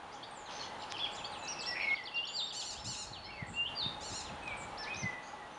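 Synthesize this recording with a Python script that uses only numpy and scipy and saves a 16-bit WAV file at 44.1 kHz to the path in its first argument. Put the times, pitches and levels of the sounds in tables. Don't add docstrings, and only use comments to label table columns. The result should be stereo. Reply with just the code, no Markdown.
import sys
import numpy as np
from scipy import signal
from scipy.fft import rfft, irfft
from scipy.io import wavfile
from scipy.ndimage import uniform_filter1d

SR = 44100
rng = np.random.default_rng(int(sys.argv[2]) if len(sys.argv) > 2 else 0)


def inscribe(sig):
    pcm = np.round(np.clip(np.atleast_2d(sig).T, -1, 1) * 32767)
    wavfile.write(sys.argv[1], SR, pcm.astype(np.int16))


N = 246078
SONG_SEND, ARCH_SEND, BUZZ_SEND = .7, .78, .62

# f/Hz, gain/dB
THROAT = [(1400, -25), (2900, -7), (4400, 0.5), (5900, -4.5), (7300, 0), (9000, -18), (11500, -26)]
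def syrinx(path, glide_s=.00538, fade_s=.00074, harmonics=1):
    times, pitches, levels = np.transpose(path)
    t = np.arange(times[0], times[-1], 1 / SR)
    hz = uniform_filter1d(np.interp(t, times, pitches), int(glide_s * SR) + 1, mode="nearest")
    phase = 2 * np.pi * (np.cumsum(hz) / SR + rng.random())
    tone = np.sin(phase)
    if harmonics > 1:
        tone = 0
        for k in range(1, harmonics + 1):
            hoarse = 1 + .2 * level(band(rng.standard_normal(len(t)), 28, 180), 0)
            tone += hoarse * undb(np.interp(k * hz, *np.transpose(THROAT))) * np.sin(k * phase)
    return np.sqrt(2) * tone * undb(np.interp(t, times, levels)) * fades(len(t), fade_s)


def whistle(path):
    tone = syrinx(path, glide_s=.0078, fade_s=.005)
    if max(db for _, _, db in path) < -42:
        waver = undb(2.5 * walk(60)[:len(tone)])
        husk = 1 + .45 * walk(500)[:len(tone)]
        tone = tone * waver * husk
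    return path[0][0], tone, SONG_SEND


# t/s from the cue, f/Hz, level/dB
PAIR = [
    [(-0.005, 2675, -51), (0.03, 2788, -39), (0.065, 2781, -33.5), (0.105, 2832, -44.5),
     (0.12, 2986, -35.5), (0.14, 3680, -46)],
    [(0.21, 4720.0, -48), (0.235, 4756, -36.5), (0.265, 4200.0, -36), (0.285, 3592, -34.5),
     (0.305, 3626, -38.5), (0.335, 3767, -34)],
]
# t/s, gain/dB
PAIR_CUES = [(2.121, -3.5), (3.542, -2.3)]
def pairs():
    for s, db in PAIR_CUES:
        for path in PAIR:
            yield s + path[0][0], undb(db) * syrinx(path, glide_s=.013), SONG_SEND


# t/s from the cue, f/Hz, level/dB
HOOK = [(0, 4145, -37.5), (.011, 4856, -37.5), (.015, 4330, -48), (.019, 3535, -35), (.028, 3080, -39.5),
        (.042, 2590, -51)]
# t/s from the cue, f/Hz, level/dB
PIP = [(-.018, 5550, -46), (-.004, 5410, -63.5)]
# t/s, gain/dB
HOOK_CUES = [(1.948, -11), (2.055, -8.5), (2.162, -9.5), (2.27, -7), (2.382, -6), (2.487, -7.5),
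             (2.597, -7.5)]
def hooks():
    for s, db in HOOK_CUES:
        yield s, undb(db) * syrinx(HOOK, glide_s=.0014), SONG_SEND
    for s, _ in HOOK_CUES:
        tune, effort = rng.standard_normal(2)
        pip = [(t, hz * (1 + .012 * tune), db + 2 * effort) for t, hz, db in PIP]
        yield s + PIP[0][0], syrinx(pip, fade_s=.0037), .5


# t/s, length/s, top f/Hz, level/dB, closing fade/dB, sag/ratio to the top, send/share
HUMPS = [(0.988, .082, 3518, -40, -8, .93, 0.84), (1.474, 0.0712, 5860, -42.5, -16, 0.961, 0.57),
         (1.655, 0.0803, 5544, -42.5, -27, 0.97, 0.88), (4.774, 0.077, 5480, -47, -4, 0.96, 0.4),
         (4.958, 0.085, 6360, -48.5, -7, .93, 0.46)]
# f/ratio to the hump, gain/dB
HUMP_PARTIALS = [(.5, -11), (1.5, -24)]
def humps():
    def path(s, length, hz, db, fade_db, sag):
        foot = .66
        return [(s, foot * hz, db - 5), (s + .01166, hz, db),
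                (s + length - .022, sag * hz, db), (s + length, foot * sag * hz, db + fade_db)]

    for s, *shape, send in HUMPS:
        yield s, syrinx(path(s, *shape), glide_s=.011), send
    for s, length, hz, db, fade_db, sag, _ in HUMPS[1:3]:
        for ratio, gain_db in HUMP_PARTIALS:
            yield whistle(path(s, length, ratio * hz, db + gain_db, fade_db, sag))


# t/s, length/s, start f/Hz, top f/Hz, end f/Hz, crest/share of length, level/dB
ARCHES = [(1.797, 0.069, 900, 1106, 954, 0.35, -53), (2.524, 0.11, 1149, 1521, 1200, 0.46, -48),
          (2.627, 0.12, 1224, 1477, 1185, 0.37, -49), (2.841, 0.12, 1150, 1495, 1213, 0.39, -47.5),
          (2.953, 0.093, 1220, 1428, 1220, 0.45, -48.5), (3.24, 0.036, 973, 1063, 1110, 0.825, -52.5),
          (4.005, 0.12, 1110, 1486, 1185, 0.47, -50.5), (4.122, 0.099, 1194, 1437, 1194, 0.44, -48)]
def arches():
    progress = np.linspace(0, 1, 25)
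    for s, length, start_hz, top_hz, end_hz, crest, db in ARCHES:
        rising = progress < crest
        climb = np.where(rising, progress / crest, (1 - progress) / (1 - crest))
        height = np.sin(np.pi / 2 * climb) ** 1.3
        foot_hz = np.where(rising, start_hz, end_hz)
        hz = foot_hz + (top_hz - foot_hz) * height
        path = np.transpose([s + length * progress, hz, db - 5 * (1 - height)])
        harmonics = 8 if top_hz > 1300 else 5
        yield s, syrinx(path, fade_s=.006, harmonics=harmonics), ARCH_SEND


def slur(s, length, start_hz, end_hz, db):
    hold = .39
    knee_hz = start_hz + hold * (end_hz - start_hz)
    return whistle([(s, start_hz, db), (s + hold * length, knee_hz, db), (s + length, end_hz, db + 1.5)])


# t/s, length/s, start f/Hz, end f/Hz, level/dB
SLURS = [(2.7, .015, 4220, 4910, -50), (0.151, 0.019, 3730, 3055, -59), (.592, 0.0327, 4500, 4185, -49.5),
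         (0.654, 0.13, 1977, 2059, -62.5), (0.78, 0.069, 7386, 7185, -69), (4.43, 0.11, 8286, 7970, -71),
         (4.43, .07, 7810, 7430, -74), (0.627, 0.02, 2780, 3527, -49), (0.921, 0.031, 3657, 2905, -48.5),
         (0.947, 0.015, 3030, 3100, -46), (0.96, 0.0161, 3120, 2420, -45.5),
         (1.174, 0.0677, 7240, 7190, -65), (1.245, 0.0384, 6820, 6310, -66),
         (1.247, 0.141, 2610, 2594, -63), (1.408, 0.225, 2626, 2645, -54),
         (1.424, 0.031, 3980, 3940, -50.5), (1.629, 0.022, 2910, 3617, -48.5),
         (1.943, 0.0803, 2253, 1920, -49.5), (2.27, 0.1, 6830, 7430, -58.5),
         (2.35, 0.12, 7500, 7510, -59.5), (2.75, 0.057, 2620, 4080, -52.5),
         (2.782, 0.12, 5420, 5100, -55.5), (3.066, 0.1, 4370, 4450, -58.5), (3.161, 0.1, 4470, 4320, -57.5),
         (3.288, 0.086, 4380, 4510, -61), (3.432, 0.041, 4330, 4480, -64), (3.537, 0.032, 4353, 4460, -66),
         (3.268, 0.042, 2160, 2350, -53.5), (3.303, 0.067, 2790, 2570, -54.5),
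         (3.367, 0.084, 2276, 1862, -51.5), (4.826, 0.041, 6400, 3875, -57.5),
         (4.904, 0.066, 3040, 4150, -58.5), (4.96, 0.32, 2514, 2474, -67), (5.513, 0.08, 6040, 6120, -70.5)]
# t/s, level/dB
FALLS = [(.457, -57), (0.794, -55), (1.162, -53.5), (1.322, -52.5), (1.885, -52), (2.9, -56.5),
         (3.128, -54), (3.805, -55.5), (4.243, -55), (4.478, -54.5), (4.827, -60)]
# t/s, hold/s, f/Hz, level/dB
PLUNGES = [(1.432, 0.017, 7950, -56), (1.61, 0.02, 7750, -52), (4.94, 0.0026, 6140, -46.5)]
def warbles():
    for row in SLURS:
        yield slur(*row)
    for s, db in FALLS:
        yield whistle([(s, 4350, db), (s + .03, 3200, db), (s + .06, 2472, db + .5)])
    for s, hold, hz, db in PLUNGES:
        yield whistle([(s, hz, db), (s + hold, hz, db), (s + hold + .0081, 4300, db + 1.5)])


# t/s from the cue, length/s, start f/Hz, end f/Hz, gain/dB
TWIN_CHIRPS = [(-.108, .047, 4270, 6300, -10.5), (-.096, .03, 5700, 7300, -6.5), (0, .024, 2930, 3880, 2),
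               (.007, 0.0208, 4250, 4870, 1.5)]
# t/s, level/dB
TWIN_CUES = [(0.222, -52.5), (1.238, -53)]
def twin_chirps():
    for s, db in TWIN_CUES:
        for offset, *glide, gain_db in TWIN_CHIRPS:
            yield slur(s + offset, *glide, db + gain_db)


# t/s from the cue, f/Hz, level/dB
SEEP = [(0, 7500, -71.5), (.006, 8600, -58.5), (.022, 8900, -70), (0.071, 7250, -60), (.125, 6650, -66.5),
        (.195, 6120, -65), (.34, 6210, -59)]
# t/s, gain/dB
SEEP_CUES = [(.305, -0.54), (1.313, -0.25)]
def seeps():
    for (s, gain_db), path in zip(SEEP_CUES, [SEEP, SEEP[:-1]]):
        yield whistle([(s + t, hz, db + gain_db) for t, hz, db in path])


# t/s, length/s, start f/Hz, end f/Hz, sweep width/Hz, beat rate/Hz, level/dB
BUZZES = [(0.493, 0.18, 4090, 4532, 4290, 69.5, -51), (0.808, 0.039, 4180, 4320, 2750, 79, -51),
          (0.895, 0.028, 4554, 4632, 2877, 154, -50.5), (0.966, 0.044, 4540, 4760, 1685, 74, -49.5),
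          (1.04, 0.043, 4612, 4650, 2000, 79, -54.5), (1.111, 0.0745, 7870, 7100, 1390, 310, -60),
          (1.585, 0.047, 5500, 3860, 980, 133, -47), (1.746, 0.11, 2145, 2544, 833.4, 94, -40),
          (3.462, 0.13, 7910, 7480, 1496, 130, -59), (4.564, 0.085, 8480, 7235, 1620, 310, -57),
          (5.222, 0.11, 6390, 6635, 895, 118, -64.5), (5.22, .09, 4277, 4830, 910, 133, -63)]
def buzz(length, start_hz, end_hz, width_hz, rate, db, sweep_s=.005):
    t = np.arange(int(length * SR)) / SR
    beat = t * rate
    stroke = np.clip(beat % 1 / rate / sweep_s, 0, 1)
    centre_hz = np.linspace(start_hz, end_hz, len(t))
    phase = 2 * np.pi * np.cumsum(centre_hz + width_hz * (stroke - .5)) / SR
    pulses = undb(2 * rng.standard_normal(64))[beat.astype(int)] * np.sin(np.pi * stroke)
    lowpass = signal.butter(4, width_hz / 2, fs=SR, output="sos")
    air = level(signal.sosfilt(lowpass, rng.standard_normal(len(t))), -8)
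    hiss = air * np.sin(2 * np.pi * np.cumsum(centre_hz) / SR)
    return 2 * undb(db) * (pulses * np.sin(phase) + hiss) * fades(len(t), min(length / 5, .015))


# t/s, f/Hz, level/dB
LOW_WHISTLES = [
    [(1.67, 1960, -49.5), (1.74, 1944, -46)],
    [(1.83, 2220, -40), (1.87, 2184, -35), (1.92, 2162, -31), (1.95, 2190, -41)],
    [(4.42, 2576, -55), (4.47, 2490, -48.5), (4.52, 2288, -45), (4.6, 2307, -58), (4.71, 2266, -63)],
    [(4.795, 1743, -52.5), (4.855, 1735, -49.5), (4.88, 2410, -49), (4.91, 2544, -45), (4.95, 2390, -52)],
    [(4.99, 2140, -54), (5.06, 2026, -42.5), (5.15, 1938, -57.5), (5.3, 2005, -62.5), (5.44, 1910, -58)],
]
def low_whistles():
    for path in LOW_WHISTLES:
        yield path[0][0], syrinx(path, glide_s=.007, fade_s=.0046)


def birds():
    to_wood, open_air, second = np.zeros((3, N))
    cues = [*pairs(), *hooks(), *humps(), *arches(), *warbles(), *twin_chirps(), *seeps()]
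    for s, length, start_hz, *shape in BUZZES:
        tone = buzz(length, start_hz, *shape)
        if start_hz < 3000:
            add(second, s, tone)
        else:
            cues.append((s, tone, BUZZ_SEND))
    for s, tone, send in cues:
        add(to_wood, s, send * tone)
        add(open_air, s, (1 - send) * tone)
    for s, tone in low_whistles():
        add(second if s < SECOND_LAYER[0][1] else to_wood, s, tone)
    return to_wood, open_air, second


def wood(x, t60_s=.46, wet_db=2):
    t = np.arange(SR) / SR
    scatter = rng.standard_normal((2, SR))
    mids = band(scatter, 500, 4800)
    echoes = mids * undb(-60 * t / t60_s) + (scatter - mids) * undb(-60 * t / (.87 * t60_s))
    onset = 1 - np.exp(-t / .00052)
    echoes *= onset / np.sqrt(t60_s * SR / np.log(1e6))
    sway = 1.212 * np.cumsum(walk(15)) * 15 / SR
    feeds = [x * np.cos(sway), x * np.sin(sway)]
    wet = sum(signal.fftconvolve(feed, tail)[:N] for feed, tail in zip(feeds, echoes))
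    flutter = undb(1.5 * walk(90))
    return x * flutter + undb(wet_db) * wet


# t/s, level/dB before filtering, low edge f/Hz
TICKS = [(.9226, -27.5, 1780), (3.9818, -38, 8200), (4.3595, -40, 7200), (4.4789, -40, 2200)]
def ticks():
    out, samples = np.zeros(N), np.arange(128)
    decay = np.exp(-samples / (.00073 * SR))
    for s, db, low_hz in TICKS:
        snap = .67 * rng.standard_normal(128) + 3 * (samples < 4)
        add(out, s, band(undb(db) * snap * decay, low_hz, 8800))
    return out


# t/s, relative level/dB, nominal length/s
THUMPS = [(2.813, -47, 0.086), (3.107, -45, 0.012), (3.414, -37.5, 0.0146), (3.458, -50, 0.071),
          (3.718, -49, 0.018), (3.847, -39.5, 0.019), (4.093, -46, 0.043), (4.279, -49, 0.056),
          (4.945, -48.5, 0.032), (5.014, -36.5, 0.04)]
def wind():
    gust = np.interp(np.arange(N) / SR, [2.5, 2.8, 4.5, 5.15], [0, 1, 1, 0])
    push = gust * undb(-62.5 + 5 * walk(12))
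    for s, db, length in THUMPS:
        add(push, s, undb(db) * np.hanning(int(1.56 * length * SR)))
    rumble = level(band(rng.standard_normal(N), 44.3, 97), -60)
    eddies = band(rng.standard_normal(N), 52, 187.5)
    envelope = np.sqrt(uniform_filter1d(eddies ** 2, size=800) + 1e-9)
    buffet = push * eddies * eddies.std() / envelope
    return band(buffet, 87, 400) * undb(22) + gust * rumble


# f/Hz, relative level/dB
TRAFFIC = [(25, -16.5), (122, -10), (440, -9), (785, -4), (835, 4.5), (895, -3.5), (2400, -16.5),
           (3420, -17.5), (4500, -24), (4900, -28), (9050, -33), (11400, -39.5)]
def traffic(db):
    hz = np.arange(N // 2 + 1) * SR / N + 1
    curve_hz, curve_db = np.transpose(TRAFFIC)
    colour = undb(np.interp(np.log(hz), np.log(curve_hz), curve_db))
    out, swell = np.zeros(N), walk(.81)
    for centre_hz in 30 * 2. ** np.arange(10):
        window = np.cos(np.pi / 2 * np.clip(np.log2(hz / centre_hz), -1, 1))
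        octave = irfft(rfft(rng.standard_normal(N)) * colour * window, N)
        out += octave * undb(1.2 * swell + .54 * walk(6.28))
    return level(out, db)


def undb(db):
    return 10 ** (np.asarray(db) / 20)


def level(x, db):
    return x * undb(db) / np.sqrt(np.mean(x ** 2))


def band(x, lo_hz, hi_hz):
    return signal.sosfilt(signal.butter(2, [lo_hz, hi_hz], "bandpass", fs=SR, output="sos"), x)


def add(track, s, sound):
    i = int(s * SR)
    track[i:i + len(sound)] += sound[:N - i]


def walk(rate):
    hold = int(SR / rate)
    steps = np.repeat(rng.standard_normal(N // hold + 1), hold)
    return uniform_filter1d(uniform_filter1d(steps, hold), hold)[:N]


def fades(n, fade_s):
    from_edge = np.minimum(np.arange(n), n - np.arange(n))
    return np.sin(np.pi / 2 * np.clip(from_edge / (fade_s * SR), 0, 1))


# in t/s, out t/s
SECOND_LAYER = [(.485, 1.945), (3.69, 5.145)]
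def scene():
    to_wood, open_air, second = birds()
    t = np.arange(N) / SR
    gate = uniform_filter1d(1. * sum((t > start) & (t < end) for start, end in SECOND_LAYER), size=40)
    rumble = level(band(rng.standard_normal(N), 31, 65), -85)
    layer = SONG_SEND * wood(second) + (1 - SONG_SEND) * second + traffic(db=-49) + rumble
    mono = wood(to_wood) + open_air + traffic(db=-50) + gate * layer + wind() + ticks()
    return np.array([mono, mono])


def record(dry, dip_hz=7902, dip_width_hz=500, top_hz=11800):
    dip = signal.lfilter(*signal.iirpeak(dip_hz, dip_hz / dip_width_hz, SR), dry)
    lowpass = signal.cheby2(10, 45, top_hz, fs=SR, output="sos")
    return signal.sosfilt(lowpass, dry - .7 * dip)


dry = scene()
out = record(dry)
inscribe(out)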